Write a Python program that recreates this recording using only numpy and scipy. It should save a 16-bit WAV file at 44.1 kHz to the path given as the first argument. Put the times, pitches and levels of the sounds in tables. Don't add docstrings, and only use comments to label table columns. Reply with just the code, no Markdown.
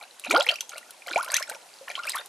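import sys
import numpy as np
from scipy import signal
from scipy.fft import rfft, irfft, next_fast_len
from scipy.io import wavfile

SR = 44100
rng = np.random.default_rng(int(sys.argv[2]) if len(sys.argv) > 2 else 0)


def how_loud(loudness_db):
    steps = np.asarray(loudness_db, float) / 20
    return 10 ** steps


def inscribe(sig):
    pcm = np.round(np.clip(np.atleast_2d(sig).T, -1, 1) * 32767)
    wavfile.write(sys.argv[1], SR, pcm.astype(np.int16))


N = 100856


def rms_one(x):
    return x / np.sqrt(np.mean(x ** 2) + 1e-20)


def at_hz(points, hz):
    table_hz, value = np.array(points).T
    return np.interp(np.log(hz), np.log(table_hz), value)


def drift(rate_hz):
    step = 40
    r = np.exp(-2 * np.pi * rate_hz * step / SR)
    slow = signal.lfilter([1], [1, -2 * r, r * r], rng.standard_normal(N // step + 2002))
    slow = rms_one(slow[2000:])
    return np.interp(np.arange(N) / step, np.arange(len(slow)), slow)


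def add(out, start_s, sound, side):
    spread_db = 0.9
    i = int(start_s * SR)
    sound = sound[:N - i]
    out[:, i:i + len(sound)] += how_loud(spread_db * side * np.array([[0.5], [-0.5]])) * sound


def air_pockets(rows, envelope):
    climb_curve, wobble_db = 0.732, 1
    out = np.zeros((2, N))
    wobble = how_loud(wobble_db * drift(135))
    sides = rng.standard_normal(len(rows))
    for (start_s, length_s, start_hz, end_hz, db), side in zip(rows, sides):
        u = np.arange(int(length_s * SR)) / (length_s * SR)
        pitch_hz = start_hz * (end_hz / start_hz) ** (u ** climb_curve)
        ring = np.sin(2 * np.pi * np.cumsum(pitch_hz) / SR)
        add(out, start_s, how_loud(db) * envelope(u, length_s) * ring, side)
    return out * wobble


# start in seconds, length in seconds, start pitch in Hz, end pitch in Hz, level in dB.
BIG_POCKETS = [(.278, 0.072, 191, 545, -30), (.325, 0.047, 197.6, 433, -27.5),
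               (.362, 0.052, 403.5, 640, -20), (.405, 0.036, 594, 850, -32.5),
               (.362, 0.036, 600, 974, -28.5), (.46, 0.0363, 427, 548, -37.5), (.49, 0.059, 560, 1180, -50),
               (1.108, 0.02, 248, 413, -39.5), (1.142, 0.019, 273, 396, -51),
               (1.322, 0.039, 1263, 2070, -28), (1.32, 0.04, 1510, 3910, -36),
               (2.008, .055, 920, 1660, -42), (2.066, 0.023, 1776, 2960, -30),
               (2.078, 0.022, 1224, 2130, -35.5), (2.19, 0.036, 1385, 2100, -45.5),
               (2.228, 0.013, 1890, 2980, -62), (.35, 0.025, 836, 1636, -14.5),
               (1.985, 0.021, 1312, 1454, -33.5)]


def glugs():
    peak_share, sharpness = 0.59, 0.8

    def swell(u, length_s):
        return np.minimum(u / peak_share, (1 - u) / (1 - peak_share)) ** sharpness

    return air_pockets(BIG_POCKETS, swell)


# start in seconds, length in seconds, start pitch in Hz, end pitch in Hz, level in dB.
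PINCHED_BUBBLES = [(.263, 0.0098, 526, 587, -37), (.339, 0.034, 560, 1047, -14),
                   (.465, 0.0085, 1850, 2900, -20.5), (.489, 0.012, 2853, 3292, -11),
                   (.511, 0.013, 2610, 3150, -33), (.556, 0.015, 2390, 3100, -34.5),
                   (.586, .008, 2200, 3000, -35), (.757, 0.024, 627, 690, -35),
                   (1.16, 0.057, 560, 1563, -16.5), (1.165, 0.034, 398, 580, -39.5),
                   (1.209, 0.017, 577, 850, -42), (1.248, 0.036, 1220, 1420, -39),
                   (1.277, 0.051, 970, 1160, -38), (1.358, 0.031, 1697, 3135, -24),
                   (1.353, 0.012, 3320, 4350, -24.5), (1.399, 0.02, 1060, 1100, -31),
                   (1.42, 0.0233, 1566, 2440, -28.5), (1.513, 0.025, 496, 526, -40),
                   (1.811, 0.045, 520, 564, -41), (1.978, 0.034, 1030, 1310, -30.5),
                   (2.134, 0.0217, 2306, 1520, -33), (2.15, 0.02, 934, 1550, -25),
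                   (2.17, 0.005, 3080, 3800, -32), (2.184, 0.021, 3540, 3740, -33)]


def plops():
    rise_s, loss_db = 0.001, 16

    def pluck(u, length_s):
        rise = np.minimum(u * length_s / rise_s, 1)
        return rise * how_loud(-loss_db * u) * np.minimum(10 * (1 - u), 1)

    return air_pockets(PINCHED_BUBBLES, pluck)


def pops(rows, cycles, snap_db, spray_db, spray_t60_s, spread):
    snap_t60_s, rise_s = 0.004, 0.0012
    out = np.zeros((2, N))
    t = np.arange(2500) / SR
    noises = rng.standard_normal((len(rows), len(t)))
    rise = np.minimum(t / rise_s, 1)
    puff = how_loud(snap_db - 60 * t / snap_t60_s) + how_loud(spray_db - 60 * t / spray_t60_s)
    for (start_s, db, hz), noise in zip(rows, noises):
        edges_hz = [hz / spread, min(hz * spread, 0.45 * SR)]
        band = signal.butter(1, edges_hz, "band", fs=SR, output="sos")
        ring = np.sin(2 * np.pi * hz * t * (1 + 1.03 * t)) * how_loud(-60 * t * hz / cycles)
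        spray = signal.sosfilt(band, noise * puff)
        add(out, start_s, how_loud(db - 3) * rise * (ring + spray), noise[-1])
    return out


# start in seconds, peak in dB, ring pitch in Hz.
BURSTS = [(0.0113, -36, 2300), (0.0347, -43, 1570), (0.2476, -21, 2550), (0.2644, -25, 2430),
          (0.308, -14.5, 1304), (0.3093, -10, 2350), (0.3471, -14, 1420), (0.4196, -19, 3840),
          (0.4883, -5.5, 2710), (0.5197, -27.5, 1360), (0.6065, -22, 3280), (0.7173, -38.5, 1510),
          (0.7318, -31.5, 1376), (0.7804, -30.5, 2830), (0.8285, -37, 1890), (0.895, -42.5, 1464),
          (1.02, -35, 2380), (1.064, -33, 2220), (1.0818, -27, 3090), (1.1124, -22.5, 1466),
          (1.1324, -22.5, 2360), (1.1586, -11.5, 2340), (1.1814, -26, 1380), (1.2785, -26.5, 1510),
          (1.4777, -35.5, 1500), (1.4998, -26.5, 1520),
          (1.8808, -23.5, 1770),
    (1.9004, -25, 2350),
    (1.9134, -26, 1820),
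    (1.953, -17, 3070),
    (2.0348, -26, 2830),
    (2.0522, -26, 1590),
    (2.1021, -21.5, 3850),
    (2.1445, -22, 1800),
    (2.1774, -22.5, 1530),
]


def surface_bursts():
    return pops(BURSTS, cycles=44, snap_db=-8.5,
                spray_db=-4, spray_t60_s=0.077, spread=1.18)


# start in seconds, peak in dB, ring pitch in Hz.
TICKS = [(0.196, -19.5, 10400), (0.2453, -24, 7170), (0.3112, -8.5, 8600), (0.403, -17.5, 4900),
         (0.4267, -18, 7600), (0.466, -23.5, 5200), (0.5126, -16.5, 4600), (0.5405, -21.5, 4750),
         (0.5571, -21, 5630), (0.607, -9.5, 6070), (0.6928, -19.5, 6500), (0.7794, -18, 9460),
         (0.9066, -21, 10000), (1.1314, -28, 4900), (1.1864, -28, 9300), (1.228, -16, 10300),
         (1.2456, -16, 9800),
         (1.307, -21, 4750), (1.3176, -10.5, 8300), (1.3415, -0.5, 6300), (1.3658, -2.5, 5980),
               (1.388, -24, 6400), (1.398, -18, 7700), (1.4256, -13.5, 5300), (1.497, -13.5, 8560),
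               (1.547, -28.5, 5550), (1.7385, -35, 4700), (2.0516, -25.5, 9600), (2.069, -16, 9000),
               (2.0874, -18.5, 5090), (2.0943, -6.5, 8350), (2.1184, -17.5, 4900), (2.1573, -11, 9800),
               (2.182, -23, 9600), (2.2586, -22.5, 9900)]


def droplet_ticks():
    return pops(TICKS, cycles=64, snap_db=-11.5,
                spray_db=-11, spray_t60_s=0.034, spread=1.94)


# start in seconds, length in seconds, level in dB.
SURGES = [(-.04, .1, -46.5), (0.234, 0.051, -39), (0.289, .14, -28.5), (0.412, .14, -38),
          (0.689, 0.097, -45), (1.058, 0.11, -37), (1.159, 0.12, -38.5), (1.273, 0.15, -38.5),
          (1.464, 0.108, -45), (1.869, 0.056, -37.5), (1.925, 0.082, -47), (2.02, 0.1, -42.5),
          (2.128, 0.092, -40)]


def churning():
    calm_db, edge_s = -60, 0.014
    t = np.arange(N) / SR
    power = how_loud(2 * calm_db)
    for start_s, length_s, db in SURGES:
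        to_edge_s = np.minimum(t - start_s, start_s + length_s - t)
        power = power + how_loud(2 * db) * np.clip(to_edge_s / edge_s, 0, 1) ** 2
    return np.sqrt(power)


def fizz():
    per_s, low_hz, high_hz = 630, 502.4, 12060
    ring_cycles, most_climb = 18.7, 0.01194
    size_db, tilt_db = 4.0, 1.5
    out = np.zeros((2, N))
    churn = churning()
    draws = rng.random((3000, 5))
    times = np.cumsum(-np.log(draws[:, 0] + 1e-9) / per_s)
    times = times[times < (N - 1) / SR]
    for start_s, (_, pitch, size, climb, side) in zip(times, draws):
        hz = low_hz * (high_hz / low_hz) ** pitch
        cycle = np.arange(int(ring_cycles * SR / hz)) * hz / SR
        db = tilt_db * np.log2(hz / 2000) - size_db * np.log(size + 0.0062)
        shape = np.minimum(cycle / 1.57, 1) * how_loud(db - 40 * cycle / ring_cycles)
        ring = np.sin(2 * np.pi * cycle * (1 + most_climb * climb * cycle))
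        add(out, start_s, churn[int(start_s * SR)] * shape * ring, 3 * side - 1.5)
    return out


# pitch in Hz, width in Hz, level in dB.
AIR_COLUMN = [(560, 30, -7), (1420, 70, 3.5), (2360, 304, -1), (2742, 264, -2.5), (3196, 280, -2.5),
              (4030, 450, 2.5)]


def funnel(x):
    out = x.copy()
    for hz, width_hz, db in AIR_COLUMN:
        r = np.exp(-np.pi * width_hz / SR)
        feed = (1 - r * r) / 2 * np.array([1, 0, -1])
        ring = [1, -2 * r * np.cos(2 * np.pi * hz / SR), r * r]
        out += how_loud(db) * signal.lfilter(feed, ring, x + 1e-18)
    return out


def nearby_echoes(x):
    level_db, t60_s = -23.5, 0.19
    size = next_fast_len(N + SR)
    w = 2 * np.pi * np.arange(size // 2 + 1) / size
    spectrum = rfft(x.mean(axis=0), size)
    lags = rng.uniform(0.002, 0.014, (2, 6)) * SR
    loops = np.zeros((2, len(w)), complex)
    for loop, row in zip(loops, lags):
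        for lag in row:
            bounce = how_loud(-60 * lag / SR / t60_s) * np.exp(-1j * w * lag)
            loop += 1 / (1 - bounce) - 1
    return how_loud(level_db) * irfft(spectrum * loops, size)[:, :N]


# pitch in Hz, level in dB per Hz.
HISS_COLOUR = [(24, -71), (40, -39), (222, -12.5), (776, -0.5), (1150, -7), (9230, -10.5), (14000, -22.5)]
# pitch in Hz, likeness as a share (1 = the same).
HISS_LIKENESS = [(100, 1), (1000, 0.51), (10000, 0.75)]


def room_hiss():
    level_db, swell_db, flicker_db = -54.5, 3.5, 0.8
    out = 0
    edges = 30 * 2 ** np.arange(0, 9.6, 0.5)
    white = rng.standard_normal((2, 2, N))
    for k, (low, high) in enumerate(zip(edges, edges[1:])):
        band = signal.butter(2, [low, high], "band", fs=SR, output="sos")
        mid, side = signal.sosfilt(band, white[k % 2])
        hz = np.sqrt(low * high)
        alike = np.clip(at_hz(HISS_LIKENESS, hz), -1, 1)
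        gain = how_loud(at_hz(HISS_COLOUR, hz) + flicker_db * drift(7.7))
        out = out + gain * (np.sqrt(1 + alike) * mid + np.sqrt(1 - alike) * side * [[1], [-1]])
    return how_loud(level_db + swell_db * np.arange(N) / N) * rms_one(out)


def scene():
    liquid = glugs() + plops() + surface_bursts() + droplet_ticks() + fizz()
    near = funnel(liquid)
    return near + nearby_echoes(near) + room_hiss()


def band_limit(x):
    return signal.sosfilt(signal.butter(12, 15560, fs=SR, output="sos"), x)


def record(dry):
    bass_cut = signal.butter(2, 98, "high", fs=SR, output="sos")
    top_cut = signal.cheby2(6, 24, 14300, fs=SR, output="sos")
    mix = signal.sosfilt(top_cut, signal.sosfilt(bass_cut, dry))
    return band_limit(mix)


dry = scene()
out = record(dry)
inscribe(out)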